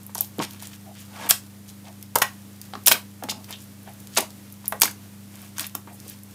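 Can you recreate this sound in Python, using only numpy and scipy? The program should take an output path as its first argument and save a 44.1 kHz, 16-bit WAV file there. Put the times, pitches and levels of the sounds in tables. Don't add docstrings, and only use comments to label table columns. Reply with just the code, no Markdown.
import sys
import numpy as np
from scipy import signal
from scipy.fft import rfft, irfft
from scipy.io import wavfile

SR = 44100
rng = np.random.default_rng(int(sys.argv[2]) if len(sys.argv) > 2 else 0)


def gain_from_db(level_db):
    decades = np.asarray(level_db, float) / 20
    return 10 ** decades


def wav_record(signal):
    frames = np.transpose(np.atleast_2d(signal))
    bounded = np.clip(frames, -1, 1)
    quanta = np.round(bounded * 32767).astype(np.int16)
    wavfile.write(sys.argv[1], SR, quanta)


N = 279594


def rms_one(x):
    return x / np.sqrt(np.mean(x ** 2) + 1e-20)


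def band(x, low_hz, high_hz):
    edges = np.clip([low_hz, high_hz], [20, 40], [.4 * SR, .45 * SR])
    return signal.sosfilt(signal.butter(2, edges, "band", fs=SR, output="sos"), x)


def low_pass(x, cut_hz):
    pole = np.exp(-2 * np.pi * cut_hz / SR)
    return signal.lfilter([1 - pole], [1, -pole], x)


def drift(rate_hz):
    hop = 40
    pole = np.exp(-2 * np.pi * rate_hz * hop / SR)
    noise = rng.standard_normal(N // hop + 2002)
    slow = signal.lfilter([1], [1, -2 * pole, pole * pole], noise)[2000:]
    return np.interp(np.arange(N) / hop, np.arange(len(slow)), rms_one(slow))


def at_hz(points, hz):
    table_hz, value = np.transpose(points)
    return np.interp(np.log(hz), np.log(table_hz), value)


def add(out, start_s, sound, peak_db):
    i = round(start_s * SR)
    sound = sound[:N - i]
    out[i:i + len(sound)] += gain_from_db(peak_db) * sound / np.abs(sound).max()


def grains(per_s, spread_db):
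    size_db = spread_db * np.minimum(rng.exponential(1, N), 4)
    sizes = gain_from_db(size_db) * rng.choice([-1, 1], N)
    return sizes * (rng.random(N) < per_s / SR) + 1e-18


def snaps():
    # (time [s], relative level [dB], centre [Hz])
    single_films = [(0.0325, -33, 11300), (0.0653, -27, 12800), (0.1487, -18, 11600), (0.1527, -15, 8900),
                    (0.168, -36, 7000), (0.1762, -32, 9000), (0.181, -14, 9400), (0.1888, -22, 5200),
                    (0.2084, -5, 13600), (0.2106, -20, 12300), (0.384, -26, 10200), (0.3925, -23, 3870),
                    (0.4216, -25, 7600), (0.5093, -27, 7060), (0.5323, -33, 10400), (0.6025, -33.5, 5000),
                    (0.6242, -25, 9950), (0.632, -33, 5500), (0.6716, -23.5, 9800), (1.206, -39, 12600),
                    (1.262, -29, 12000), (1.2898, -18, 11500), (1.3367, -32, 6900), (2.0269, -26, 8360),
                    (2.1557, -5, 9500), (2.1591, 0.5, 8140), (2.186, -8.5, 9400), (2.6152, -23, 9000),
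                    (2.7365, -29.5, 3270), (2.7533, -33, 3900), (2.8372, -36, 9900), (2.8607, -17, 4020),
                    (2.864, -3, 12200), (2.8711, 3, 8300), (2.8814, 5, 9700), (2.9112, -9, 9235),
                    (2.9208, 0.5, 13500), (3.2368, -19, 7650), (3.3017, -20, 5260), (3.444, -32, 8500),
                    (3.508, -19.5, 8000), (3.5265, -25, 4300), (3.5582, -39, 3800), (3.641, -38, 12500),
                    (3.8317, -38, 11700), (3.894, -36, 9000), (3.9364, -33, 11000), (4.0018, -31.5, 9500),
                    (4.0722, -29, 6900), (4.1486, -29, 9400), (4.1588, -24, 8600), (4.187, -11, 11000),
                    (4.2061, -12, 10200), (4.3053, -34.5, 6200), (4.5243, -31, 12300),
                    (4.6576, -22.5, 7760), (4.6801, -7, 12500), (4.7226, -17.5, 7100),
                    (4.8001, -19.5, 11300), (4.812, -9, 11300), (4.8182, 4.5, 10500), (4.8334, -2, 4480),
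                    (4.8448, -15, 9000), (4.8563, -13.5, 12000), (4.9123, -23, 10300), (5.3566, -31, 6900),
                    (5.4178, -29.5, 10700), (5.583, -16, 6000), (5.5954, -12, 7980), (5.644, -25, 2900),
                    (5.6667, -25, 12300), (5.7519, -10.5, 10800), (6.0014, -27.5, 8100),
                    (6.0803, -30, 10500), (6.0982, -23, 12800), (6.2346, -29, 12300)]
    # (centre [Hz], width [share of centre])
    gap_width = [(4000, 0.2), (8000, 0.48), (12500, 0.11)]
    decay_s, spit_s, spit_db, lift_db = 0.00016, 0.0034, -15, 5
    out, t = np.zeros(N), np.arange(600) / SR
    films = single_films + rips()
    air_noise = rng.standard_normal((200, len(t)))
    for (s, db, hz), noise in zip(films, air_noise):
        puff = noise * (np.exp(-t / decay_s) + gain_from_db(spit_db) * np.exp(-t / spit_s))
        spread = np.exp(1.505 * at_hz(gap_width, hz))
        puff = band(puff, hz / spread ** 1.04, hz * spread ** 1.29)
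        add(out, s, puff, db + lift_db)
    return out


def rips():
    # (start [s], length [s], first relative level [dB], last relative level [dB], centre [Hz])
    seams = [(0.24, 0.0063, -38, -29, 11600), (1.2921, 0.012, -10, 1, 11300),
             (2.2195, 0.012, -4, -18, 8600), (2.8773, 0.0064, -7, -20, 7000),
             (2.915, .021, -1.5, -20, 7730), (4.1707, .015, -9, -11, 5830), (4.827, 0.021, -26, -18, 6800),
             (5.607, 0.017, -20, -36, 9800)]
    gap_s, gap_jitter = .0023, .15
    spread_db, pitch_spread = 1.5, 0.067
    films = []
    chance = rng.standard_normal((len(seams), 3, 14))
    for (s, length, first_db, last_db, hz), (late, strong, high) in zip(seams, chance):
        after = gap_s * (np.arange(len(late)) + gap_jitter * late)
        db = first_db + (last_db - first_db) * after / length + spread_db * strong
        film_hz = hz * np.exp(pitch_spread * high)
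        films += list(np.transpose([s + after, db, film_hz])[after < length])
    return films


def pops():
    # (time [s], relative level [dB], starting pitch [Hz])
    pockets = [(0.0938, -40.5, 930), (0.1533, -29, 840), (0.1812, -33.5, 754), (0.2085, -33, 780),
               (0.3851, -25, 270), (0.3924, -20, 293), (0.4, -21, 1030), (0.6243, -40, 900),
               (1.309, -16, 1465), (2.15, -40, 950), (2.1579, -9, 900), (2.1756, -25.5, 550),
               (2.2201, -7.5, 1424), (2.7354, -25.5, 708), (2.7522, -26.5, 1070), (2.8729, -18, 950),
               (2.881, -20, 980), (2.8891, -25, 1370), (2.9147, -6, 1390), (2.9538, -26, 990),
               (3.2244, -29.5, 700), (3.238, -26, 787), (3.2868, -24, 804), (3.318, -29, 774),
               (3.5033, -34.5, 940), (3.8748, -36, 700), (4.1722, -16.5, 865), (4.1815, -14.5, 877),
               (4.1924, -24, 727), (4.2259, -30, 595), (4.6438, -38, 940), (4.7237, -18, 947),
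               (4.8178, -14, 1590), (4.833, -17, 984), (4.853, -20.5, 1880), (4.8782, -23.5, 1510),
               (5.5831, -28, 1410), (5.596, -21, 3210), (5.61, -31, 1030), (5.751, -24, 925),
               (5.8728, -35, 657), (6.0634, -39.5, 436)]
    base_cycles, rise, breath, lift_db = 3.66, 0.033, 0.91, 3
    out, t = np.zeros(N), np.arange(1800) / SR
    air_noise = rng.standard_normal((len(pockets), len(t)))
    for (s, db, hz), noise in zip(pockets, air_noise):
        turns = hz * t
        ring = np.sin(2 * np.pi * turns * (1 + rise * turns / base_cycles))
        rush = rms_one(band(noise, hz / 2.2, hz * 1.5))
        attack = 1 - np.exp(-turns / 0.043)
        decay = gain_from_db(-60 * turns / (base_cycles + hz * 0.027))
        add(out, s, (ring + breath * rush) * attack * decay, db + lift_db)
    return out


def squelches():
    # (start [s], length [s], relative level [dB], centre [Hz], width [share of centre])
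    strokes = [(0.147, 0.13, -42, 5600, 0.68), (0.381, 0.054, -34.5, 230, 0.86),
               (0.39, 0.04, -33, 966, 0.13), (0.407, 0.049, -30, 3570, 1.16), (0.474, 0.12, -47, 5960, 2.5),
               (0.581, 0.13, -44, 5060, 1.46), (0.705, 0.063, -46, 4170, 1.5),
               (0.849, 0.075, -47.5, 705, .14), (0.915, 0.16, -50.5, 3500, 1.03),
               (0.975, 0.064, -49, 10100, .45), (1.131, 0.24, -44.5, 936, 0.22),
               (1.191, 0.081, -45, 264, 0.28), (1.291, 0.016, -25.5, 2520, .8),
               (1.307, 0.0053, -4, 7000, 0.73), (1.674, 0.041, -44, 7900, 1), (1.832, .08, -48, 715, 0.31),
               (1.842, 0.064, -49.5, 3000, 1.04), (2.216, 0.0085, -15, 3770, 1.6),
               (2.606, 0.078, -49.5, 9000, 2.2), (2.747, 0.03, -42, 280, 0.31),
               (2.872, 0.0028, -6.5, 6200, 0.95), (2.876, 0.098, -36.5, 460, 0.74),
               (2.88, 0.0036, -4, 8040, 1.1), (2.911, 0.017, -16, 3380, 0.39),
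               (3.221, 0.039, -35.5, 238, 0.28), (3.278, 0.052, -41, 232, 0.27),
               (3.285, 0.04, -27.5, 4300, 0.6), (3.287, 0.032, -35, 12100, 0.3),
               (3.323, 0.12, -52.5, 780, 0.32), (3.341, 0.067, -45.5, 235, 0.21),
               (3.478, 0.074, -41.5, 3020, 1.9), (3.522, 0.042, -41, 3200, 0.19),
               (3.582, 0.068, -48, 9100, 0.83), (3.854, 0.058, -48.5, 743, 0.11),
               (3.858, 0.046, -51.5, 1890, .6), (4.115, 0.15, -41.5, 6840, 0.92),
               (4.162, 0.035, -24, 2600, 0.74), (4.173, 0.028, -28.5, 288, 0.24),
               (4.637, 0.054, -49.5, 2500, 1.3), (4.72, 0.052, -40, 484, .33),
               (4.815, 0.059, -38.5, 285, 0.33), (4.8173, 0.003, -3, 6900, 1.12),
               (5.301, 0.23, -48.5, 4020, 3.2), (5.554, .13, -37.5, 4120, 1.47),
               (5.58, 0.025, -42, 260, 0.18), (5.742, 0.024, -39, 273, 0.26),
               (5.746, .012, -33.5, 3920, 1.8), (5.864, 0.07, -50, 713, 0.25),
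               (5.868, 0.045, -53, 1900, 0.43), (5.921, 0.045, -48.5, 11100, 0.42),
               (6.046, 0.11, -45.5, 6900, 1.12)]
    swell, lag = 0.44, 0.023
    out = np.zeros(N)
    ruptures = grains(2200, spread_db=4.0) * gain_from_db(4.0 * drift(80))
    for s, length, db, hz, width in strokes:
        i, n = round(s * SR), round(length * SR)
        done, step, rung = np.linspace(0, 1, n), np.exp(.5 * width), 0
        for k, start in enumerate(rng.integers(0, N - SR, 5)):
            crest = np.clip(swell + lag * k, .1, .9)
            stroke = np.sin(np.pi * done ** (np.log(.5) / np.log(crest)))
            gap_hz = hz * step ** (k - 2)
            burst = np.pad(stroke * ruptures[start:start + n], (0, 900))
            ringing = rms_one(band(burst, gap_hz / step ** 0.59, gap_hz * step ** 0.8))
            rung = rung + ringing * gain_from_db(-1.5 * (k - 2) ** 2)
        out[i:i + len(rung)] += gain_from_db(db) * rms_one(rung) * np.sqrt(.5 * n / len(rung))
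    return out


def peel():
    # (time [s], level [dB])
    swell = [(1.08, -58), (1.234, -37.5), (1.27, -35.5), (1.284, -40)]
    s, db = np.transpose(swell)
    hiss = low_pass(band(grains(3000, spread_db=1.5), 550, 13000), 910)
    level_db = np.interp(np.arange(N) / SR, s, db, -120, -120) + 1.5 * drift(30)
    return gain_from_db(level_db) * rms_one(hiss)


def settling():
    ticks = rms_one(band(grains(300, spread_db=6.5), 2600, 19000))
    return gain_from_db(-65.5 + 3.4 * drift(3)) * ticks


def room(x):
    t60_s, level_db, wall_cut_hz = 0.2, -6, 6700
    t = np.arange(int(.4 * SR)) / SR
    tail = rng.standard_normal(len(t)) * gain_from_db(-60 * t / t60_s) * (1 - np.exp(-t / 0.00011))
    tail = low_pass(tail / np.sqrt(np.sum(tail ** 2)), wall_cut_hz)
    return gain_from_db(level_db) * signal.fftconvolve(x, tail)[:N]


def hum():
    # (frequency [Hz], mean peak level [dB])
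    lines = [(100.0, -47), (127.0, -54), (173.0, -60), (200.0, -44.5), (300.0, -58.5)]
    t = np.arange(N) / SR
    out = np.zeros(N)
    for hz, db in lines:
        out += gain_from_db(db + .6 * drift(3)) * np.sin(2 * np.pi * (hz * t + rng.random()))
    return out


def air():
    # (frequency [Hz], relative density [dB])
    colour = [(20, -38), (43, -20), (80, -10), (110, -5), (152, -8.5), (253, -5), (349, -10.5), (700, -16),
              (1450, -19), (4000, -22), (12500, -21.5), (15500, -22.5)]
    f = np.arange(N // 2 + 1) * SR / N + 1
    hiss = rms_one(irfft(rfft(rng.standard_normal(N)) * gain_from_db(at_hz(colour, f)), N))
    rumble = rms_one(band(rng.standard_normal(N), 25, 70))
    lumps = gain_from_db(-84.5 + 6.5 * drift(2.3)) * rumble
    return gain_from_db(-50 + 1.03 * drift(5.1)) * hiss + lumps


def scene():
    slime = snaps() + pops() + squelches() + peel() + settling()
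    slime = signal.sosfilt(signal.butter(3, 87, "high", fs=SR, output="sos"), slime)
    return (slime + room(slime) + hum() + air())[None]


def band_limit(x):
    return signal.sosfilt(signal.butter(12, 16390, fs=SR, output="sos"), x)


def record(dry):
    top_cut = signal.cheby2(12, 60, 16300, fs=SR, output="sos")
    return band_limit(np.clip(signal.sosfilt(top_cut, dry), -1, 1))


dry = scene()
out = record(dry)
wav_record(out)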